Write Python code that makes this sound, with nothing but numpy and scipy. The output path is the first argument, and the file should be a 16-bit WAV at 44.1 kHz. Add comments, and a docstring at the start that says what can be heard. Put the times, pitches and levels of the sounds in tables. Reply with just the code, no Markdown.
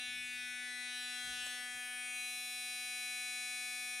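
"""A quiet, carpeted living room, where a sonic electric toothbrush buzzes in a hand reaching out to a dog.
The drive snaps once a cycle, about 248 times a second: a stack of harmonics with a faint pulsing hiss.
Its colour shifts as the hand turns it and moves it among nearby surfaces, and settles as the hand slows.
Around it lie one faint tap, a few soft handling bumps, cloth rustles, a grip slide and low room tone."""
import sys
import numpy as np
from scipy.fft import rfft, irfft, next_fast_len
from scipy.io import wavfile
from scipy.ndimage import map_coordinates

SR = 44100
rng = np.random.default_rng(int(sys.argv[2]) if len(sys.argv) > 2 else 0)


def wav_out(sig):
    """Save sig, one row per channel (or a flat mono array), as 16-bit PCM at SR to the path in sys.argv[1]."""
    wavfile.write(sys.argv[1], SR, np.round(np.clip(np.atleast_2d(sig).T, -1, 1) * 32767).astype(np.int16))


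N = 176400

# EQ curves for the noise layers. Each row: frequency in Hz, relative level in dB.
ROOM_EQ = [(20, -7), (48, 1), (150, -6.5), (300, -5.5), (600, -12), (15000, -35)]
BUMP_EQ = [(20, -16), (60, 2), (220, -5), (500, -20), (2000, -27)]
RUSTLE_EQ = [(60, -16), (350, -3), (800, -7.5), (3500, -12.5), (10000, -38)]
SLIDE_EQ = [(500, -17), (2200, -5), (3500, -2), (12000, -27.5)]
TAP_EQ = [(200, -11), (750, 4.5), (1300, -1), (3400, 1.5), (7200, -2.5), (14000, -24)]
HISS_EQ = [(1200, -17), (2400, -1.5), (4000, -1.5), (5000, -3.5), (7500, -5.5), (9400, 2.5), (11500, -1.5),
           (15000, -13)]
# Handling cues. Each row: centre in seconds, width in seconds, level at the crest in dB.
BUMP_CUES = [(0.12, 0.13, -72), (.4, 0.43, -76.5), (1.295, 0.069, -63.5), (1.425, 0.089, -69),
             (1.763, 0.025, -63.5)]
RUSTLE_CUES = [(0.705, 0.27, -71), (1.317, 0.15, -74), (1.57, 0.16, -70.5), (1.85, 0.29, -74.5)]
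SLIDE_CUES = [(0.967, .07, -66)]

# The arm's gesture. Each row: time in seconds, reach from 0 (at rest) to 1 (held out).
HAND_REACH = [(0, 0.5), (.25, 0.52), (.6, .92), (1.7, 0.6), (2.1, 0.42), (2.35, 0.02), (4, 0.13)]
# The hand's pace. Each row: time in seconds, relative speed.
HAND_PACE = [(0, .85), (1.5, 1.05), (2.1, .6), (2.8, .24), (3.5, .16), (4, .45)]
# The buzz's pitch, nudged slightly as the hand moves. Each row: time in seconds, snap rate as heard in Hz.
HEARD_RATE = [(1.35, 248.11), (1.55, 247.92), (1.9, 248.02)]
# The buzz's timbre at rest, then its low end held out. Each entry: a harmonic's relative level in dB.
REST_TIMBRE = [-71, -78, -62, -84, -67, -63, -55, -67, -53, -52, -58, -62, -65, -64, -72, -50, -67, -70,
               -62, -67, -69, -61, -61, -62, -67, -65, -70, -59, -70, -71, -76, -64, -72, -62, -59, -69,
               -56, -61, -59, -63, -66, -71, -68, -77, -70, -76, -72, -75, -70, -71, -70, -67, -72, -70,
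               -81, -80, -83, -89, -86, -86, -84, -90]
REACHED_TIMBRE = [-67, -75, -63, -73.5, -67, -53, -53, -55, -58, -54, -56, -61, -57, -58, -59, -55, -67,
                  -63, -67, -71]
# EQ on the remaining harmonics at full reach. Each row: frequency in Hz, gain in dB.
REACHED_EQ = [(5200, -3), (5450, 0), (5900, -6), (6200, 0), (6950, -9), (7400, 1), (9000, -4), (10900, -1),
              (11150, -10), (15000, -7)]
# Two resonances that sweep as the brush turns. Each row: time in seconds, centre in Hz.
NASAL_SWEEP = [(.1, 2500), (.55, 2350), (.7, 1950), (1.12, 1850), (1.4, 1480), (1.55, 1850), (1.95, 1750),
               (2.15, 2350)]
RASP_SWEEP = [(.12, 3520), (.3, 3780), (.55, 3850), (.75, 3500), (.95, 3480), (1.1, 3240), (1.25, 3250),
              (1.38, 2900), (1.55, 3280), (2.2, 3200), (2.4, 3480)]
# Band faders for the buzz, low to high. Each row: time in seconds, level in dB.
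HUM_FADER = [(0, -66.5), (1.2, -66), (2.5, -71)]
LOW_FADER = [(0, -63), (.2, -70.5), (.55, -67.5), (1.3, -59.5), (2, -61), (4, -60.5)]
BODY_FADER = [(0, -49.5), (.13, -45), (.75, -46), (1.05, -47.5), (1.75, -47), (2.17, -44.5), (2.45, -48),
              (3.1, -45)]
RASP_FADER = [(.05, -47.5), (.25, -50.5), (.62, -52.5), (.77, -56), (.92, -50), (1.25, -49.5),
              (1.42, -46.5), (1.68, -52.5), (2.3, -52.5), (4, -54.5)]
SHRILL_FADER = [(0, -47.5), (.1, -54), (.2, -60.5), (.6, -64), (.72, -53.5), (1, -50), (1.43, -52.5),
                (1.62, -59.5), (2.11, -62), (2.2, -50), (3.4, -49.5), (4, -54.5)]
WHINE_FADER = [(0, -57), (.65, -57), (.92, -54.5), (1.5, -52.5), (1.9, -58.5), (2.2, -54), (3.4, -51.5),
               (4, -52.5)]
TREBLE_FADER = [(0, -56), (.65, -55.5), (1.48, -51.5), (1.7, -53.5), (2.05, -50)]
# The limits of those seven bands. Each entry: an edge in Hz.
BAND_EDGES = [0, 400, 1350, 2600, 3850, 4100, 8000, 16000]
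# When each part of a snap arrives. Each row: frequency in Hz, delay in seconds.
SNAP_ARRIVAL = [(250, .0016), (1500, .001), (2500, .00045), (4000, -.0007), (5500, .0004), (9000, 0),
                (15000, .0002)]
# Smear of the snap. Each row: frequency in Hz, phase scatter in radians.
SNAP_SMEAR = [(2500, 0.48), (4000, 1), (9000, 0.43), (15000, 1)]
# Bounce off nearby surfaces. Each row: frequency in Hz, reflected share at a hand speed of 1.
SURFACE_BOUNCE = [(750, .07), (1500, .22), (2400, .3), (3200, .45), (7500, .52), (9300, .33)]
# The buzz's stereo placement. Each row: frequency in Hz, left minus right in dB.
BUZZ_PAN = [(750, .4), (1240, 3), (1740, 2.5), (1984, 8), (2240, 4.5), (2600, 2.5), (3200, 3.5), (3600, -1),
            (4000, 2), (6900, 3.5), (8500, 0)]


def amp(db):
    """Decibels to gain."""
    return 10 ** (np.asarray(db) / 20)


def along(points, hz):
    """Read a frequency curve on a log axis."""
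    freqs, values = np.transpose(points)
    return np.interp(np.log(hz + 1), np.log(freqs + 1), values)


def curve(rows, t):
    """Read an automation lane, with straight ramps between its points."""
    return np.interp(t, *np.transpose(rows))


def glide(knots, position):
    """Move smoothly through a row of values."""
    return map_coordinates(knots, [position], mode="mirror")


def filtered(x, response):
    """EQ a signal with a gain that depends on frequency."""
    size = next_fast_len(N + SR // 2)
    return irfft(rfft(x, size) * response(np.fft.rfftfreq(size, 1 / SR)), size)[..., :N]


def noise(eq, side_db):
    """Coloured stereo noise with a mid of rms 1; side_db sets the width."""
    mid, side = filtered(rng.standard_normal((2, N)), lambda hz: amp(along(eq, hz)))
    side = side * amp(side_db)
    return np.array([mid + side, mid - side]) / mid.std()


def room_tone(level_db=-78):
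    """The bed: a steady, faint rumble."""
    return amp(level_db) * noise(ROOM_EQ, side_db=-14.5)


def handling(t):
    """Soft swells of noise: the hand bumps dully, cloth rustles, the grip slides on the handle."""
    out = np.zeros((2, N))
    for cues, eq in ((BUMP_CUES, BUMP_EQ), (RUSTLE_CUES, RUSTLE_EQ), (SLIDE_CUES, SLIDE_EQ)):
        swells = sum(amp(db) * np.exp(-2 * ((t - centre) / width) ** 2) for centre, width, db in cues)
        out += swells * noise(eq, side_db=-23)
    return out


def tap(t, start_s=1.4655, attack_s=.0006, tick_hz=7150):
    """A small hard contact: a bright tick, a short clack and the room's tail."""
    age = np.maximum(t - start_s, 0)
    fade = lambda t60_s: amp(-60 * age / t60_s)
    room_tail = amp(-23) * fade(t60_s=.3)
    clack = amp(-43.2) * noise(TAP_EQ, side_db=-6) * (fade(t60_s=.028) + room_tail)
    tick = amp(-35) * np.sin(2 * np.pi * tick_hz * age) * fade(t60_s=.013)
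    return (clack + tick) * (1 - np.exp(-age / attack_s))


def reflections(t, hz):
    """Nearby surfaces boost or cancel each harmonic, faster and deeper as the hand speeds up."""
    speed = curve(HAND_PACE, t)
    travel = np.cumsum(speed) * t[1]
    knots = rng.standard_normal((len(hz), 2, 64))
    rates = 7 * (hz / 2000) ** .45  # high harmonics drift fastest
    echo = np.array([glide(real, travel * rate) + 1j * glide(imag, travel * rate)
                     for (real, imag), rate in zip(knots, rates)])
    return 1 + along(SURFACE_BOUNCE, hz)[:, None] * np.sqrt(speed) * echo


def flutter(t, hz, rate_per_s=30):
    """Each harmonic's gain wavers on its own, most in the treble and while the hand moves."""
    knots = rng.standard_normal((len(hz), 256))
    waver = np.array([glide(row, t * rate_per_s) for row in knots])
    depth_db = 1.6 * np.sqrt(hz[:, None] / hz[-1] * curve(HAND_PACE, t))
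    return amp(depth_db * waver)


def harmonics(t, hz, resonance_width_hz=193):
    """Each harmonic's gain and phase, shaped by reach, resonances, reflections and the band faders."""
    reach = curve(HAND_REACH, t)
    reached_upper = (REST_TIMBRE + along(REACHED_EQ, hz))[len(REACHED_TIMBRE):]
    db = np.outer(REST_TIMBRE, 1 - reach) + np.outer(np.r_[REACHED_TIMBRE, reached_upper], reach)
    for sweep, lift_db in ((NASAL_SWEEP, 4.5), (RASP_SWEEP, 6.5)):
        db += lift_db * np.exp(-.5 * ((hz[:, None] - curve(sweep, t)) / resonance_width_hz) ** 2)
    phase = -2 * np.pi * hz[0] * np.cumsum(along(SNAP_ARRIVAL, hz))
    phase += along(SNAP_SMEAR, hz) * rng.standard_normal(len(hz))
    gains = amp(db) * np.exp(1j * phase[:, None]) * reflections(t, hz)
    faders = HUM_FADER, LOW_FADER, BODY_FADER, RASP_FADER, SHRILL_FADER, WHINE_FADER, TREBLE_FADER
    for low, high, fader in zip(BAND_EDGES, BAND_EDGES[1:], faders):
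        band = (hz >= low) & (hz < high)
        gains[band] *= amp(curve(fader, t)) / np.linalg.norm(gains[band], axis=0)
    return gains * flutter(t, hz)


def toothbrush(t, stereo_scatter_rad=.25, hiss_pulse_depth=.73, reach_pan_db=1.1):
    """The drive snaps once a cycle: a stack of clean harmonics, with a faint hiss pulsing in step."""
    pitch = curve(HEARD_RATE, t)
    cycle = np.exp(2j * np.pi * np.cumsum(pitch) / SR)
    hz = pitch.mean() * np.arange(1, len(REST_TIMBRE) + 1)
    control_t = t[::200]
    leads = stereo_scatter_rad * rng.standard_normal(len(hz))
    swings = .3 * (reflections(control_t, hz) - 1)  # each side meets slightly different reflections
    left_right = np.array([[.5], [-.5]])
    buzz, carrier = np.zeros((2, N)), np.ones(N, complex)
    for gain, pan_db, lead, swing in zip(harmonics(control_t, hz), along(BUZZ_PAN, hz), leads, swings):
        carrier = carrier * cycle  # step up one harmonic
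        sides = amp(left_right * pan_db) * np.exp(left_right * (1j * lead + swing))
        sides /= sides.mean(axis=0)
        for channel, side in zip(buzz, sides):
            channel += np.sqrt(2) * (np.interp(t, control_t, gain * side) * carrier).real
    hiss = amp(curve(WHINE_FADER, t) - 13.5) * noise(HISS_EQ, side_db=-55)
    hiss *= 1 + hiss_pulse_depth * cycle.real
    return (buzz + hiss) * amp(left_right * reach_pan_db * curve(HAND_REACH, t))


def scene():
    """The mix: the brush up front, with handling, the tap and room tone beneath."""
    t = np.arange(N) / SR
    return handling(t) + toothbrush(t) + tap(t) + room_tone()


def record(dry):
    """A brick-wall high cut on the whole mix."""
    return filtered(dry, lambda hz: hz < 15650)


dry = scene()
out = record(dry)
wav_out(out)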